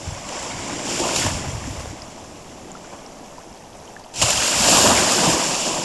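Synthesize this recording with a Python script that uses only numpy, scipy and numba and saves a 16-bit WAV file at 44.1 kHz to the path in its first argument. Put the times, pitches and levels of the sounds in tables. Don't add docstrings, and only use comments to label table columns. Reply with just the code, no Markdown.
import sys
import numpy as np
from scipy import signal
from scipy.fft import rfft, irfft, next_fast_len
from scipy.io import wavfile
from scipy.ndimage import uniform_filter1d
from numba import njit

SR = 44100
rng = np.random.default_rng(int(sys.argv[2]) if len(sys.argv) > 2 else 0)


def inscribe(sig):
    pcm = np.round(np.clip(np.atleast_2d(sig).T, -1, 1) * 32767)
    wavfile.write(sys.argv[1], SR, pcm.astype(np.int16))


N = 257884
TIME = np.arange(N) / SR
RISE = 0.2

# (start t/s, build-up t/s, hold t/s, fall/(dB/s),
# fizzing spray level/dB, churning water level/dB, big bubbles level/dB)
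SURGES = [(-0.3, 0.28, .3, 22, -40, -40, -45), (0.194, 0.14, 0.97, 44, -36, -37.5, -41),
          (0.5, 0.17, 0.2, 42, -38, -38, -34), (0.81, 0.095, 0.29, 68, -27, -40, -44),
          (0.978, 0.038, 0.044, 70, -39, -27, -33), (1.105, 0.073, 0.044, 92, -24, -31, -33),
          (1.3, 0.059, 0.38, 23.5, -40.5, -39, -43), (1.95, 0.2, 0.17, 7, -50.5, -58, -43.5),
          (2.738, 0.11, 0.086, 42.5, -52, -45.5, -56), (4.124, 0.13, 0.47, 9.5, -19.5, -29, -37),
          (4.48, 0.25, 0.083, 21.5, -16, -20, -24.5), (5.055, 0.1, 0.1, 41, -24, -25.5, -28),
          (5.25, 0.058, 0.28, 26, -28, -55.5, -41), (5.616, 0.053, 0.034, 71, -40, -28, -31.5)]
# (f/Hz, level per Hz/dB)
BUBBLE_SPECTRUM = [(60, -23), (110, -0.5), (220, -1), (330, 0), (420, -3.5), (610, 4.5), (790, 0.5),
                   (1020, 1.5), (1180, -2), (1400, -6), (2200, -10)]
# (f/Hz, level per Hz/dB)
NEAR_SPRAY_SPECTRUM = [(1000, 10), (1380, -2.5), (1650, -0.5), (2080, -9), (2780, 3), (3150, -1),
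                       (4000, -2.5), (5100, 2.5), (6200, -1), (7250, 6), (8400, -5), (9350, -4.5),
                       (10400, -12), (11700, -8.5)]
# (f/Hz, level per Hz/dB)
FAR_FIZZ_SPECTRUM = [(1000, -18), (1400, -1.5), (1900, -1), (2750, 4.5), (3300, 2.5), (4000, -4), (5550, 6),
                     (6350, 1.5), (7400, 8), (8300, -7.5), (9400, -4), (10700, -19)]
NEAR_DB, FAR_DB = -14, -35
SPLASH_DB = -4.5


def wash():
    *_, sprayed_db, churned_db, trapped_db = np.transpose(SURGES)
    fizz_db = surging(sprayed_db)
    thrown_db = (sprayed_db + churned_db) / 2 + SPLASH_DB
    splash_db = surging(thrown_db, build=1.67, fall=1.58)
    churn_db = surging(churned_db, build=1.38, fall=0.87)
    gurgle_db = surging(trapped_db, build=1.29, fall=0.74)

    gurgle = swarm(156.6, 414, rate=430, cycles=7.6, spread_db=0.7, clump_db=0.0)
    gurgle = unit(colour(gurgle, BUBBLE_SPECTRUM)) * undb(gurgle_db)
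    churn = swarm(423, 1252, rate=1700, cycles=18.6, spread_db=1.5, clump_db=1.0)
    churn = unit(colour(churn, BUBBLE_SPECTRUM)) * undb(churn_db)
    splash = swarm(1239, 2280, rate=900, cycles=30.0, spread_db=-2.5, clump_db=-1.3)

    hiss = colour(rng.standard_normal(N), [(1800, -21), (2350, -0.5), (11800, -1), (14000, -7)])
    fizz = swarm(2264, 11930, rate=4500, cycles=18.4, spread_db=0.5, clump_db=1.13)
    fizz = unit(fizz + undb(2.5) * unit(hiss))
    spray = splash * undb(splash_db) + fizz * undb(fizz_db)

    near = np.clip((fizz_db - FAR_DB) / (NEAR_DB - FAR_DB), 0, 1)
    near_spray = near * colour(spray, NEAR_SPRAY_SPECTRUM)
    far_spray = (1 - near) * colour(spray, FAR_FIZZ_SPECTRUM)
    return gurgle + churn + near_spray + far_spray + drips(splash_db)


HEAVE_DB, HEAVE_PER_S = 0.49, 14


def surging(levels_db, build=1, fall=1):
    power = 1e-12
    for (start, build_s, hold_s, fall_db_s, *_), db in zip(SURGES, levels_db):
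        age, rise_s = TIME - start, build_s * build
        swell = np.sin(np.pi / 2 * np.clip(age / rise_s, 0, 1)) ** 2
        spent_db = fall * fall_db_s * np.maximum(age - rise_s - hold_s, 0)
        power = power + (swell * undb(db - spent_db)) ** 2
    return 10 * np.log10(power) + HEAVE_DB * walk(HEAVE_PER_S)


# (t/s, mean of body and spray level/dB, length t/s, spray over body level/dB)
SLAPS = [(0.289, -32.5, 0.0042, 13), (0.423, -32.5, 0.017, -4), (0.995, -23, 0.0087, -4),
         (1.16, -21, 0.0078, 10), (1.264, -22, .006, -5), (1.767, -37, 0.011, -13), (1.793, -38, 0.033, 0),
         (1.857, -33.5, 0.0039, -14), (2.923, -43.5, 0.031, -18), (4.137, -40, 0.018, 6),
         (4.157, -37.5, 0.013, 16), (4.215, -20, 0.019, 13), (4.222, -23.5, 0.016, -12.5),
         (4.303, -22.5, 0.0097, 14), (4.476, -22, 0.0067, 9), (4.783, -22, 0.011, 3), (4.907, -23, .02, -9),
         (5.231, -38, 0.0084, -39)]


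def slaps():
    body = swarm(304, 1320, rate=3300, cycles=5.2, spread_db=1.5, clump_db=-1.5)
    body = unit(colour(body, BUBBLE_SPECTRUM))
    spray = swarm(1800, 11300, rate=8000, cycles=8.1, spread_db=1.5, clump_db=-0.5)
    spray = unit(colour(spray, NEAR_SPRAY_SPECTRUM))
    out = np.zeros(N)
    for s, db, length, spray_db in SLAPS:
        span = np.flatnonzero((TIME > s) & (TIME < s + 2 * length))
        age = (TIME[span] - s) / length
        burst = np.minimum(8 * age, 1) * np.exp(-age ** 2)
        mixed = body[span] * undb(-spray_db / 2) + spray[span] * undb(spray_db / 2)
        out[span] += undb(db) * burst * mixed
    return out


# (t/s, level before damping and pinch-off/dB, starting f/Hz)
PLOPS = [(1.002, -12.5, 340), (1.022, -27, 207), (1.043, -19, 750), (1.09, -19.5, 1370), (1.246, -20, 247),
         (1.475, -27, 263), (1.675, -21.5, 256), (1.929, -27.5, 298), (2.02, -23.5, 4930),
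         (2.717, -24.5, 6900), (2.752, -28, 1310), (2.846, -35, 1400), (3.063, -29, 5450),
         (3.382, -28, 970), (3.514, -34, 225), (3.878, -34, 2980), (3.965, -26.5, 1670), (4.039, -36, 4530),
         (4.234, -15, 115), (4.378, -12, 3100), (4.6, -14.5, 217), (4.916, -14, 235), (5.275, -12.5, 159),
         (5.289, -13, 314)]
PLOP_T60_S, PLOP_SIZE_LAW = 0.033, 0.67


def plops():
    s, db, hz = np.transpose(PLOPS).astype(float).copy()
    t60 = PLOP_T60_S * (1000 / hz) ** PLOP_SIZE_LAW
    return bubbles(s, undb(db), hz, t60, RISE)


def drips(splash_db):
    drops = swarm(900, 5040, rate=45, cycles=45, spread_db=3.0, clump_db=1.0)
    return unit(colour(drops, [(900, -11), (5000, 3)])) * undb(0.79 * splash_db - 23.5)


# (t/s, rms level/dB, half length t/s)
GUSTS = [(0.11, -38.5, .05), (0.6, -43, 0.94), (1.04, -38, 0.036), (1.29, -27.5, .08), (1.52, -36, 0.15),
         (1.796, -37, 0.14), (2.345, -47.5, 0.26), (3.606, -52, 0.074), (4.25, -31.5, 0.041),
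         (4.376, -38, 0.045), (4.68, -32, 0.087), (4.897, -28, .1), (5.297, -34, .05), (5.69, -46, 0.094)]
# (t/s, peak level/dB)
BUFFETS = [(0.079, -20), (.091, -20.5), (0.127, -21.5), (1.279, -18), (1.326, -30), (1.354, -22),
           (1.489, -17.5), (1.553, -17.5), (1.58, -23), (1.91, -27)]
# (f/Hz, level per Hz/dB)
WIND_SPECTRUM = [(15, -26), (30, -4.5), (65, 3.5), (120, 3), (190, -4.5), (400, -33)]
BREEZE_DB, BUFFET_S = -55, 0.0024


def wind():
    power = undb(BREEZE_DB) ** 2
    for s, db, half_s in GUSTS:
        power = power + undb(db) ** 2 * np.exp(-((TIME - s) / half_s) ** 2)
    flutter_db = 2 * walk(24.95)
    eddies = colour(rng.standard_normal(N), WIND_SPECTRUM) * undb(flutter_db)
    out = unit(eddies) * np.sqrt(power)
    for s, db in BUFFETS:
        passing = ((TIME - s) / BUFFET_S) ** 2
        out += undb(db) * (1 - passing) * np.exp(-passing / 2)
    return out


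# (f/Hz, level per Hz/dB)
SURF_SPECTRUM = [(25, 2.5), (80, -10.5), (220, -1), (400, -3), (680, 2), (1020, -6), (1400, -13.5),
                 (2000, -16.5), (2800, -16), (4200, -21.5), (5700, -15), (7400, -17.5), (8400, -24),
                 (11700, -26)]
SURF_DB = -42


def far_surf():
    foam = swarm(714, 9600, rate=1400, cycles=16, spread_db=4, clump_db=1.7)
    swell_db = .6 * walk(6)
    murmur = rng.standard_normal(N) * undb(swell_db)
    return unit(colour(murmur + undb(-5.5) * foam, SURF_SPECTRUM)) * undb(SURF_DB)


def swarm(lo_hz, hi_hz, rate, cycles, spread_db, clump_db):
    clumps_db = clump_db * walk(45)
    when, pitch, rank, sign, damping = rng.random((int(rate * N / SR), 5)).T
    hz = lo_hz * (hi_hz / lo_hz) ** pitch
    db = -spread_db * np.log(rank + 0.038) + clumps_db[(when * N).astype(int)]
    size = np.sign(sign - .5) * undb(db) * hz
    t60 = cycles * 2 ** (2 * damping - 1) / hz
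    return unit(bubbles(when * N / SR, size, hz, t60, RISE))


@njit
def bubbles(s, size, hz, t60, rise):
    out = np.zeros(N)
    for k in range(len(s)):
        start, length = int(s[k] * SR), t60[k] * SR
        turn = 2 * np.pi * hz[k] / SR
        z = size[k] + 0j
        pole = np.exp(1j * turn - np.log(1000) / length)
        glide = np.exp(1j * turn * rise / length)
        neck, closing = 1., np.exp(-turn / 2)
        for i in range(max(start, 0), min(start + int(length), N)):
            out[i] += z.imag * (1 - neck)
            z, pole, neck = z * pole, pole * glide, neck * closing
    return out


def walk(rate):
    k = max(int(SR / rate), 2)
    held = np.repeat(rng.standard_normal(N // k + 2), k)[rng.integers(k):]
    return unit(uniform_filter1d(held, k)[:N])


def colour(x, points):
    hz, db = np.transpose(points)
    size = next_fast_len(N + 4096)
    bins = np.maximum(np.fft.rfftfreq(size, 1 / SR), 1)
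    gain = undb(np.interp(np.log(bins), np.log(hz), db))
    return irfft(rfft(x, size) * gain, size)[:N]


def undb(db):
    return 10 ** (np.asarray(db) / 20)


def unit(x):
    return x / np.sqrt(np.mean(x ** 2) + 1e-20)


def scene():
    return np.array([wash() + slaps() + plops() + wind() + far_surf()] * 2)


TOP_HZ = 14300


def record(dry):
    rounded = np.tanh(dry[0])
    dull = colour(rounded, [(11700, 0.5), (12100, -18), (14000, -15)])
    lowpass = signal.ellip(8, .2, 70, TOP_HZ, fs=SR, output="sos")
    return np.array([signal.sosfilt(lowpass, dull)] * 2)


dry = scene()
out = record(dry)
inscribe(out)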